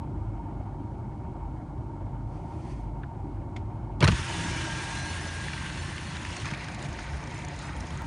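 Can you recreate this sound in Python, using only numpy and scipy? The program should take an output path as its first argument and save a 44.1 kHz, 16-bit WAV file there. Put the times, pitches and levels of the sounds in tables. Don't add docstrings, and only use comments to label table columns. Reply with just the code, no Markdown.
import sys
import numpy as np
from scipy import signal
from scipy.fft import rfft, irfft, next_fast_len
from scipy.io import wavfile

SR = 44100
rng = np.random.default_rng(int(sys.argv[2]) if len(sys.argv) > 2 else 0)


def store_wav(level_fs):
    pcm = np.round(np.clip(np.atleast_2d(level_fs), -1, 1) * 32767)
    wavfile.write(sys.argv[1], SR, pcm.T.astype(np.int16))


def amplitude_ratio(level_db):
    exponent = np.asarray(level_db, float) / 20
    return 10 ** exponent


N = 355534
T = np.arange(N) / SR


def rms_one(x):
    return x / np.sqrt(np.mean(x ** 2) + 1e-20)


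def in_time(rows):
    s, *columns = np.transpose(rows)
    return [np.interp(T, s, c) for c in columns]


def during(rows, fade_s):
    return np.clip(np.minimum(T - rows[0][0], rows[-1][0] - T) / fade_s, 0, 1)


def ramp(start_s, length_s):
    return np.clip((T - start_s) / length_s, 0, 1)


def swells(rows):
    gain = np.zeros(N)
    for s, half_s, db in rows:
        part = slice(max(round((s - half_s) * SR), 0), round((s + half_s) * SR))
        gain[part] += amplitude_ratio(db) * np.cos((T[part] - s) / half_s * np.pi / 2) ** 2
    return gain


def following(level_db, laws):
    return [db + share * (level_db - np.median(level_db)) for db, share in laws]


def drift(rate_hz):
    block = 64
    r = np.exp(-2 * np.pi * block * rate_hz / SR)
    noise = rng.standard_normal(N // block + 2002)
    slow = rms_one(signal.lfilter([1], [1, -2 * r, r * r], noise)[2000:])
    between = np.arange(block) / block
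    return (slow[:-1, None] + np.diff(slow)[:, None] * between).ravel()[:N]


def resonate(x, hz, width_hz):
    r = np.exp(-np.pi * width_hz / SR)
    poles = [1, -2 * r * np.cos(2 * np.pi * hz / SR), r * r]
    return signal.lfilter(np.array([1, 0, -1]) * (1 - r * r) / 2, poles, x + 1e-18)


def whistling(hz, width_hz):
    noise = rng.standard_normal(N)
    return rms_one(resonate(resonate(noise, hz, width_hz), hz, width_hz))


def hollows(table, drift_db, rate_hz):
    return sum(amplitude_ratio(db + drift_db * drift(rate_hz)) * whistling(hz, width_hz) for hz, width_hz, db in table)


def sine(hz):
    return np.sqrt(2) * np.sin(2 * np.pi * np.cumsum(hz) / SR)


def surging(voices, wobble, rate_hz):
    return sum((amplitude_ratio(db) + swells(rows)) * sine(hz * (1 + wobble * drift(rate_hz)))
               for hz, db, rows in voices)


def soft_band(octaves, low_hz, high_hz):
    rise, fall = (np.clip((octaves - np.log2(edge)) / 0.3 + 0.5, 0, 1) * np.pi / 2
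                  for edge in (low_hz, high_hz))
    return np.sin(rise) * np.cos(fall)


def airy(colour, splits_hz, levels_db, span_s, patchy_db, rate_hz, slow_db=0.0):
    part = slice(round(span_s[0] * SR), min(round(span_s[1] * SR), N))
    length = part.stop - part.start
    size = next_fast_len(length)
    hz = np.fft.rfftfreq(size, 1 / SR) + 1
    octaves = np.log2(hz)
    points_hz, points_db = np.transpose(colour)
    shape = amplitude_ratio(np.interp(np.log(hz), np.log(points_hz), points_db))
    spectrum = rfft(rng.standard_normal(size)) * shape
    together = drift(rate_hz)[part]
    out = np.zeros(N)
    for low, high, level_db in zip(splits_hz, splits_hz[1:], levels_db):
        edges = np.geomspace(low, high, 2 + int(2 * np.log2(high / low)))
        flicker = np.zeros(length)
        for a, b in zip(edges, edges[1:]):
            band = irfft(spectrum * soft_band(octaves, a, b), size)[:length]
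            flicker_db = patchy_db * (0.57 * together + drift(rate_hz)[part])
            flicker += band * amplitude_ratio(flicker_db + slow_db * drift(0.85)[part])
        out[part] += amplitude_ratio(level_db[part]) * rms_one(flicker)
    return out


def cracks(table, width, high_db, broad_db, t60, broad_top=0.76, attack_s=0.00046, air_db=-60):
    length = 4096
    out, t = np.zeros(N + length), np.arange(length) / SR
    envelope = amplitude_ratio(-60 * t / max(t60, 0.003)) * np.minimum(t / attack_s, 1)
    for s, peak_db, hz, high_hz in table:
        burst = rng.standard_normal(length) * envelope
        low, high = (resonate(resonate(burst, f, width * f), f, width * f) for f in (hz, high_hz))
        sos = signal.butter(2, [0.5 * hz, broad_top * high_hz], "band", fs=SR, output="sos")
        broad = signal.sosfilt(sos, burst)
        sound = rms_one(low) + amplitude_ratio(high_db) * rms_one(high) + amplitude_ratio(broad_db) * rms_one(broad)
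        sound += amplitude_ratio(air_db) * rms_one(resonate(burst, 8700, 2500))
        out[round(s * SR):][:length] += amplitude_ratio(peak_db) * sound / np.abs(sound).max()
    return out[:N]


def blower():
    # (time [s], rumble [dB])
    strain = [(0.0, -35.5), (0.12, -37), (0.57, -36.5), (1.07, -37.5), (1.52, -37.5), (1.8, -38),
              (2.43, -37.5), (3.13, -38), (3.95, -36.5), (4.24, -38), (4.54, -33.5), (4.7, -36.5),
              (5.08, -38), (5.3, -38), (5.6, -39), (6.49, -39), (7.43, -40), (8.06, -38)]
    # (time [s], level [dB])
    draught = [
        (3.95, 0),
        (4.3, 4),
        (5.9, 1),
        (7.0, 5),
        (8.06, 4),
    ]
    # (frequency [Hz], density [dB per Hz])
    rumble_colour = [(13, -42), (22, -28), (38, -8), (76, -3), (112, -2.5), (221, -12.5), (309, -11.5),
                     (390, -13.5), (420, -34.5), (550, -58), (920, -120)]
    vent_colour = [(250, -56), (420, -4.5), (456, -10.5), (663, -8.5), (735, -3), (758, -14.5), (904, -4.5),
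                   (1120, -16), (1440, -22.5), (1580, -27), (2250, -32), (2450, -33), (5000, -50.5),
                   (6500, -89.5), (11000, -120)]
    # (frequency [Hz], width [Hz], level [dB])
    duct = [(127.5, 31, -46.5), (312, 52, -56), (790, 49, -57.5), (917.7, 47, -52), (1380, 110, -68.5),
            (2184, 100, -76)]
    rumble_db, = in_time(strain)
    rumble_swing_db = rumble_db - np.median(rumble_db)
    vent_db = -47.5 + 0.78 * rumble_swing_db + in_time(draught)[0]
    vent_swing_db = vent_db - np.median(vent_db)
    rush = airy(rumble_colour, [20, 420], [rumble_db], (0, 9), patchy_db=1.36, rate_hz=13.4)
    rush += airy(vent_colour, [420, 6000], [vent_db - 2.5], (0, 9), patchy_db=2.05, rate_hz=23.0)
    leak_db = -5 * ramp(5.0, 1.0)
    for hz, width_hz, level_db in duct:
        swing_db = rumble_swing_db if hz < 420 else vent_swing_db
        rush += amplitude_ratio(level_db + leak_db + swing_db + 1.3 * drift(4.1)) * whistling(hz, width_hz)
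    return rush


def cabin_gusts():
    # (mode [Hz], steady level [dB], swells (time [s], half length [s], level [dB]))
    gusts = [
        (48.5, -47, [(.27, 0.16, -38), (.62, 0.28, -46), (1.47, 0.23, -43.5), (1.71, 0.079, -51), (2.2, 0.31, -41.5), (2.85, 0.21, -39), (3.25, 0.15, -44), (3.37, 0.064, -40), (3.61, 0.064, -43), (3.92, 0.12, -39)]),
        (105.2, -54, [(.28, 0.17, -38), (.72, 0.19, -42), (1.8, 0.064, -37.5), (2.05, 0.094, -39), (2.25, 0.22, -48), (2.86, 0.16, -58), (3.17, 0.083, -49), (3.38, 0.068, -43), (3.68, 0.22, -44.5), (3.98, 0.036, -40)]),
    ]
    buffets = [
        (67.3, -60, [(6.9, 0.064, -42), (7.13, 0.12, -37.5), (7.4, 0.054, -40), (7.76, .1, -40), (8.0, .1, -39.5)]),
    ]
    closed = surging(gusts, wobble=0.0382, rate_hz=4.0) * np.clip((4.02 - T) / 0.021, 0, 1)
    return closed + surging(buffets, wobble=0.051, rate_hz=4.41) * ramp(6.7, 0.1)


def engine():
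    # (time [s], hum [dB], ticks [dB])
    opening = [
        (4.2, -38, -20),
        (5.5, -6, -15),
        (6.3, -13, 6),
        (7.2, -5.5, -2.5),
        (8.06, -8, -1),
    ]
    # (multiple of firing rate, level [dB])
    orders = [(2, -40), (3, -47.5), (4, -62), (5, -38), (6, -44.5), (8, -58.5)]
    # (frequency [Hz], width [Hz], level [dB])
    valve = [(3200, 280, 7), (6400, 720, -4), (8770, 340, -13)]
    firing_hz, first_tick_s = 28.54, 6.6095
    hum_db, tick_db = in_time(opening)
    cycles = (T - first_tick_s) * firing_hz
    hum = np.zeros(N)
    for k, db in orders:
        phase = k * 2 * np.pi * cycles + k * k + 0.5 * drift(0.97)
        hum += amplitude_ratio(db + 2.0 * drift(5.7)) * np.sqrt(2) * np.sin(phase)
    ticks = np.zeros(N)
    for lag, lag_db in ((0, -1.5), (0.2, -6)):
        at = np.flatnonzero(np.diff(np.floor(cycles - lag)))
        ticks[at] = amplitude_ratio(lag_db + 3.5 * rng.standard_normal(len(at)))
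    puffs = signal.lfilter([1], [1, -0.99], ticks) * rng.standard_normal(N)
    ringing = sum(amplitude_ratio(db + drift(23)) * resonate(puffs, hz, width_hz) for hz, width_hz, db in valve)
    return (T > opening[0][0]) * (amplitude_ratio(hum_db) * hum + amplitude_ratio(tick_db - 38.5) * ringing)


def tappets():
    # (time [s], peak [dB], ring [Hz])
    loud_ticks = [(6.3057, -36, 4890), (6.3664, -31, 6000), (6.4001, -40, 5590), (6.456, -33, 6400),
                  (6.5128, -39, 5300), (6.5398, -53, 7040), (6.5746, -45, 5300), (6.609, -40, 4380),
                  (6.6434, -37, 4300), (6.685, -38, 5290), (6.7198, -39, 6540), (6.7462, -36, 7200),
                  (6.7907, -43, 5690), (6.825, -33.5, 7000), (6.849, -41, 5840), (6.8869, -45, 6500),
                  (6.9287, -38, 6530), (6.9928, -37.5, 5690), (7.028, -43, 5200), (7.238, -39, 6070),
                  (7.273, -39, 5370), (7.3438, -41, 6780), (7.3784, -40, 6480), (7.39, -39.5, 6540),
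                  (7.448, -33, 6000), (7.4836, -37, 6460), (7.5623, -43, 6000), (7.59, -34, 6650),
                  (7.764, -40, 7300), (7.8043, -34.5, 5500), (7.869, -40, 6530), (7.9036, -49, 6400),
                  (7.974, -36, 6400)]
    return cracks([(*row, 8600) for row in loud_ticks], width=0.17, high_db=-6.5, broad_db=0.0,
                  t60=0.019, broad_top=0.88)


def wind():
    # (time [s], level [dB])
    wind_level = [
        (6.35, -47),
        (6.6, -41),
        (6.8, -45),
        (6.92, -45.5),
        (7.03, -44.5),
        (7.25, -46),
        (7.43, -45.5),
        (7.56, -46.5),
        (8.06, -47),
    ]
    # (frequency [Hz], density [dB per Hz])
    wind_colour = [(530, -39), (900, -1), (1110, -2.5), (1860, -0.5), (3460, -14.5), (3870, -15),
                   (5760, -21.5), (6780, -23), (9300, -30.5), (9890, -22.5), (10300, -34), (13400, -97),
                   (22000, -120)]
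    # (level at mean wind [dB], share [dB per dB of wind])
    wind_hiss = [(-58.5, 1.26), (-58.5, 0.75)]
    # (frequency [Hz], width [Hz], level [dB])
    frame = [(1850, 380, -11), (2320, 400, -10.5), (4140, 880, -17)]
    # (time [s], half length [s], level over the hiss [dB])
    flurries = [
        (6.368, 0.014, 13),
        (6.475, 0.044, -1),
        (6.54, 0.011, -7),
        (6.852, 0.033, 0),
        (7.01, 0.092, -9),
        (7.62, 0.056, -6),
    ]
    # (time [s], half length [s], level over the wind [dB])
    slap = [
        (6.473, 0.041, 2.5),
    ]
    wind_db, = in_time(wind_level)
    flurry_db = 20 * np.log10(1 + swells(flurries))
    low_db = wind_db + 0.064 * flurry_db + 20 * np.log10(1 + swells(slap))
    mid_db, high_db = (db + flurry_db for db in following(wind_db, wind_hiss))
    hiss = airy(wind_colour, [850, 2700, 5000, 11500], [low_db - 3.0, mid_db, high_db], (6, 9),
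                patchy_db=2.0, rate_hz=22, slow_db=1.0)
    hiss += amplitude_ratio(low_db) * hollows(frame, 2, 24)
    return hiss * ramp(wind_level[0][0], 0.093)


def sleeve():
    # (time [s], half length [s], level [dB])
    strokes = [
        (2.35, 0.11, -69.5),
        (2.52, 0.19, -67),
        (2.7, 0.06, -70),
        (2.72, 0.22, -63.5),
    ]
    # (frequency [Hz], density [dB per Hz])
    nylon_colour = [(1060, -33), (1800, 4), (2410, -2), (3230, -7), (9090, -18), (10400, -13), (10800, -44),
                    (14000, -61), (22000, -120)]
    rub = airy(nylon_colour, [1700, 4500, 11500], [np.zeros(N), np.full(N, -4.5)], (2, 3),
               patchy_db=1.0, rate_hz=20)
    return swells(strokes) * rub


def knuckle():
    # (time [s], peak [dB], ring [Hz], second ring [Hz])
    taps = [
        (3.0322, -38, 1450, 3300),
        (3.035, -40.5, 1630, 2200),
    ]
    knock = cracks(taps, width=0.27, high_db=-15, broad_db=-9, t60=0.03, broad_top=0.77, attack_s=0.00092)
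    return signal.sosfilt(signal.butter(4, 3900, fs=SR, output="sos"), knock)


def switch():
    # (time [s], peak [dB], ring [Hz], second ring [Hz])
    clicks = [
        (3.5625, -34.5, 2030, 3400),
        (3.5632, -42, 3300, 5000),
        (3.5635, -45, 6000, 9400),
        (3.5625, -62, 8800, 10100),
    ]
    creak = [
        (3.558, -47, 2200, 4500),
    ]
    click = cracks(clicks, width=0.28, high_db=-20, broad_db=4.0, t60=0.03, broad_top=0.75, attack_s=0.0028)
    return click + cracks(creak, width=0.4, high_db=-10, broad_db=5.0, t60=0.13, broad_top=0.99,
                          attack_s=0.0073)


def trim():
    # (time [s], half length [s], level [dB])
    rattle = [
        (4.02, 0.024, -36),
        (4.03, 0.013, -32.5),
        (4.05, 0.033, -34),
        (4.078, 0.0087, -38),
        (4.09, 0.015, -30.5),
    ]
    # (frequency [Hz], width [Hz], level [dB])
    trim_hollows = [(447, 150, -3.5), (580, 180, -5.5), (884, 170, -15), (1156, 280, -4)]
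    return swells(rattle) * sum(amplitude_ratio(db) * whistling(hz, width_hz) for hz, width_hz, db in trim_hollows)


def door_panel():
    # (time [s], peak [dB])
    thuds = [(4.008, -14), (4.027, -8), (4.032, -6), (4.039, -9), (4.051, -22), (4.083, -9.5), (4.101, -22),
             (4.126, -18), (4.142, -23), (4.192, -26), (6.52, -21)]
    # (frequency [Hz], level [dB], t60 [s])
    panel_modes = [(217, -3, 0.094), (330, -1, 0.04), (433, -3, 0.018), (536, -7, 0.011),
                   (952, -5.5, 0.035)]
    at, out = [round(s * SR) for s, db in thuds], np.zeros(N)
    thud_db = np.array(thuds)[:, 1]
    for k, (hz, level_db, t60) in enumerate(panel_modes):
        pushes = np.full(N, 1e-18)
        pushes[at] = amplitude_ratio(thud_db + level_db - 10.5 + rng.normal(0, 2.2, len(at)))
        r, w = amplitude_ratio(-60 / (t60 * SR)), 2 * np.pi * hz / SR
        out += (-1) ** k * signal.lfilter([0, np.sin(w)], [1, -2 * r * np.cos(w), r * r], pushes)
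    return signal.sosfilt(signal.butter(2, 1100, fs=SR, output="sos"), out)


def door_skin():
    # (time [s], half length [s], peak [dB], frequency [Hz])
    flex = [(4.012, 0.0059, -16, 170), (4.0365, 0.013, -9.5, 140), (4.045, 0.007, -20, 150),
            (4.057, 0.014, -12, 112), (4.069, 0.01, -18, 92), (4.087, 0.0068, -9, 153),
            (4.106, 0.013, -17, 99), (4.119, 0.0076, -19.5, 170), (4.131, 0.0092, -16, 85),
            (4.148, 0.017, -21, 75), (4.196, 0.011, -24.5, 105), (6.527, 0.0062, -25, 131)]
    return sum(swells([(s, half_s, db)]) * np.cos(2 * np.pi * hz * (T - s)) for s, half_s, db, hz in flex)


def breaking_ice():
    # (time [s], peak [dB], ring [Hz], second ring [Hz])
    ice = [(4.0055, -32, 10400, 10900), (4.0428, -33, 10400, 10800), (4.0056, -21, 3370, 6500),
           (4.0142, -23, 2580, 4000), (4.0185, -25, 1890, 3000), (4.0253, -13, 2260, 4100),
           (4.0302, -16, 1660, 3000), (4.0305, -29, 5500, 9050), (4.0398, -17, 3880, 5030),
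           (4.0424, -12, 1510, 2640), (4.0435, -19, 4100, 8900), (4.0463, -17.5, 1060, 2510),
           (4.0475, -26, 5300, 7900), (4.0545, -19, 1800, 3230), (4.0687, -21, 1300, 3000),
           (4.0757, -16, 4100, 5300), (4.076, -18.5, 1300, 3000), (4.0765, -28, 7440, 9500),
           (4.0815, -28, 5650, 8600), (4.0812, -15.5, 1550, 2920), (4.0848, -17.5, 2770, 5130),
           (4.09, -24, 1500, 2900), (4.1165, -26, 2800, 6300), (4.1212, -22.5, 1750, 3300)]
    return cracks(ice, width=0.15, high_db=-6, broad_db=3.5, t60=0.022, air_db=-14.5)


def lift_motor():
    lift_span = [
        (4.2,),
        (6.5,),
    ]
    surges = [
        (85.8, -50, [(4.2, 0.059, -22.5), (4.57, 0.13, -45), (5.2, 0.44, -37.5), (5.82, 0.072, -33.5), (6.22, 0.19, -39.5)]),
        (330.5, -61, [(4.45, 0.38, -44), (5.9, 0.086, -57), (6.45, 0.079, -56)]),
        (166, -57.5, [(4.44, 0.19, -33), (4.96, 0.48, -44.5), (6.1, 0.091, -43), (6.48, 0.24, -51)]),
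        (950, -63.5, [(4.44, 0.23, -45), (4.93, 0.17, -45), (6.25, 0.22, -49.5)]),
    ]
    return amplitude_ratio(-3.0) * surging(surges, wobble=0.01656, rate_hz=5.82) * during(lift_span, 0.042)


def squeals():
    passing = [
        (2980, 160, [(4.32, .1, -46), (4.62, 0.27, -48), (5.14, .06, -52)]),
        (4100, 60, [(5.0, .12, -50.5), (5.47, 0.19, -58)]),
        (6000, 370, [(4.6, .25, -54), (5.0, 0.21, -52), (5.29, .04, -53)]),
        (2125, 74, [(4.5, .08, -49), (5.08, 0.086, -49)]),
        (3540, 120, [(4.35, .1, -58), (4.9, .08, -54.5)]),
        (2000, 850, [(6.58, 0.12, -46.5), (6.73, .09, -49), (7.07, 0.13, -51), (7.38, 0.21, -48.5)]),
        (1300, 410, [(7.7, 0.17, -48.5), (8.0, 0.13, -49.5)]),
        (4000, 710, [(7.61, 0.072, -53.5)]),
    ]
    return sum(swells(rows) * whistling(hz, width_hz) for hz, width_hz, rows in passing)


def grit():
    # (time [s], peak [dB], ring [Hz])
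    grains = [(4.225, -41, 1640), (5.483, -25.5, 1790), (5.5327, -26.5, 2280), (5.577, -29, 1980),
              (5.778, -31, 1663), (5.9798, -28.5, 2150), (6.168, -30, 1580), (6.2491, -28, 1930),
              (6.27, -31, 2300), (6.3668, -29, 2430), (6.4454, -30, 1290), (6.455, -26, 1050),
              (6.463, -28, 1700), (6.471, -33, 1300), (6.4785, -28, 1090), (6.486, -32, 2000),
              (6.536, -28.5, 2350), (6.547, -31, 3300), (6.683, -31, 1600), (6.848, -32.5, 3080),
              (6.923, -42, 2080), (6.988, -30, 1370), (7.064, -39, 1850)]
    return cracks([(*row, 4000) for row in grains], width=0.29, high_db=-20, broad_db=2.0, t60=0.021)


def edge_whistle():
    # (time [s], frequency [Hz], level [dB])
    edge = [(4.22, 1610, -52), (4.36, 1655, -49.5), (4.52, 1633, -47), (4.64, 1605, -44), (4.8, 1612, -45),
            (4.9, 1625, -46), (5.03, 1610, -43), (5.14, 1632, -46.5), (5.24, 1630, -49), (5.34, 1624, -45),
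            (5.45, 1635, -49), (5.52, 1600, -50), (5.62, 1577, -48), (5.72, 1575, -53), (5.85, 1575, -58),
            (6.0, 1570, -60)]
    hz, level_db = in_time(edge)
    return sine(hz + 4 * drift(14)) * amplitude_ratio(level_db + 1.8 * drift(22)) * during(edge, 0.05)


def sliding_glass():
    # (time [s], friction [dB])
    friction = [
        (4.1, -41),
        (4.2, -41.5),
        (4.44, -41),
        (5.01, -42),
        (5.38, -43),
        (5.6, -43.5),
        (6.29, -45),
        (6.45, -44),
    ]
    # (frequency [Hz], density [dB per Hz])
    slide_colour = [(530, -16), (900, -5), (1250, -5), (1640, -0.5), (1730, 1.5), (2140, -4.5), (2910, -5),
                    (4890, -14), (6120, -14.5), (9590, -18), (10300, -12), (13400, -64), (22000, -120)]
    # (level at mean friction [dB], share [dB per dB of friction])
    slide_hiss = [(-44, 2), (-45, 2)]
    # (frequency [Hz], width [Hz], level [dB])
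    pane = [(1066, 47, -14.5), (1350, 34, -17), (1752, 42, -14.5), (2000, 45, -35), (2343, 87, -12.5),
            (2967, 130, -17), (3390, 31, -18), (4270, 530, -12), (5530, 340, -17.5), (5880, 430, -20.5),
            (7040, 320, -23.5)]
    friction_db, = in_time(friction)
    levels_db = [friction_db, *following(friction_db, slide_hiss)]
    hiss = airy(slide_colour, [850, 2700, 5000, 11500], levels_db, (4, 7),
                patchy_db=1.32, rate_hz=36, slow_db=0.9)
    hiss += amplitude_ratio(friction_db) * hollows(pane, 2.5, 5.7)
    return hiss * ramp(4.005, 0.11) * np.clip((friction[-1][0] - T) / 0.03, 0, 1)


def scene():
    outside = cabin_gusts() + engine() + tappets() + wind()
    cabin = blower() + sleeve() + knuckle() + switch()
    door = trim() + door_panel() + door_skin() + breaking_ice()
    window = lift_motor() + squeals() + grit() + edge_whistle() + sliding_glass()
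    return np.tile(outside + cabin + door + window, (2, 1))


def ragged_top(x):
    hz, s, frames = signal.stft(x, SR, "cosine", 2048)
    treble = np.abs(frames[hz > 8000]).mean(axis=0)
    sudden = treble > 1.5 * signal.medfilt(treble, 9)
    chance = (0.8 + 1.0 * (s > 6.5)) * rng.standard_normal(len(s))
    steps = np.round(chance - 1.5 * (s > 6.9) + 4 * sudden)
    frames *= amplitude_ratio(-7 * np.clip((hz[:, None] - 9700) / 900, 0, 1))
    frames *= hz[:, None] < np.minimum(10250 + 170 * steps, 10900)
    return signal.istft(frames, SR, "cosine", 2048)[1][:N]


def unlike(mid):
    # times [s], band (low [Hz], high [Hz]), level under the band [dB]
    wide = [6.391, 6.84, 7.47, 7.82], (300, 10300), -18
    hit_frames = [3.57, 4.03, 4.09], (1800, 10400), -19
    treble = [5.22, 5.28, 7.66], (4600, 9800), -1
    middle = [4.45, 5.1, 5.8, 7.36], (5500, 7100), 1.5
    top = [6.03, 6.29], (7600, 9800), -1.5
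    side, hz, window = np.zeros(N), np.fft.rfftfreq(2048, 1 / SR), np.hanning(2048)
    for times, (low_hz, high_hz), level_db in (wide, hit_frames, treble, middle, top):
        for s in times:
            frame = slice(round(s * SR) - 1024, round(s * SR) + 1024)
            band = rfft(mid[frame] * window) * ((hz > low_hz) & (hz < high_hz))
            scrambled = irfft(band * np.exp(2j * np.pi * rng.random(len(hz))))
            side[frame] += amplitude_ratio(level_db + 2.5) * scrambled * window
    return side


def low_pass(x):
    return signal.sosfilt(signal.butter(12, 16000, fs=SR, output="sos"), x)


def record(dry):
    mid = dry[0] + amplitude_ratio(-72) * signal.lfilter([1], [1, -0.4], rng.standard_normal(N))
    mid = signal.sosfilt(signal.butter(3, 38, "high", fs=SR, output="sos"), mid)
    mid = ragged_top(mid)
    glitch_s = 8.0208
    mid += amplitude_ratio(-28) * (T >= glitch_s) * np.exp(-np.abs(T - glitch_s) / 0.0004)
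    mix = mid + unlike(mid) * [[1], [-1]]
    return low_pass(mix)


dry = scene()
out = record(dry)
store_wav(out)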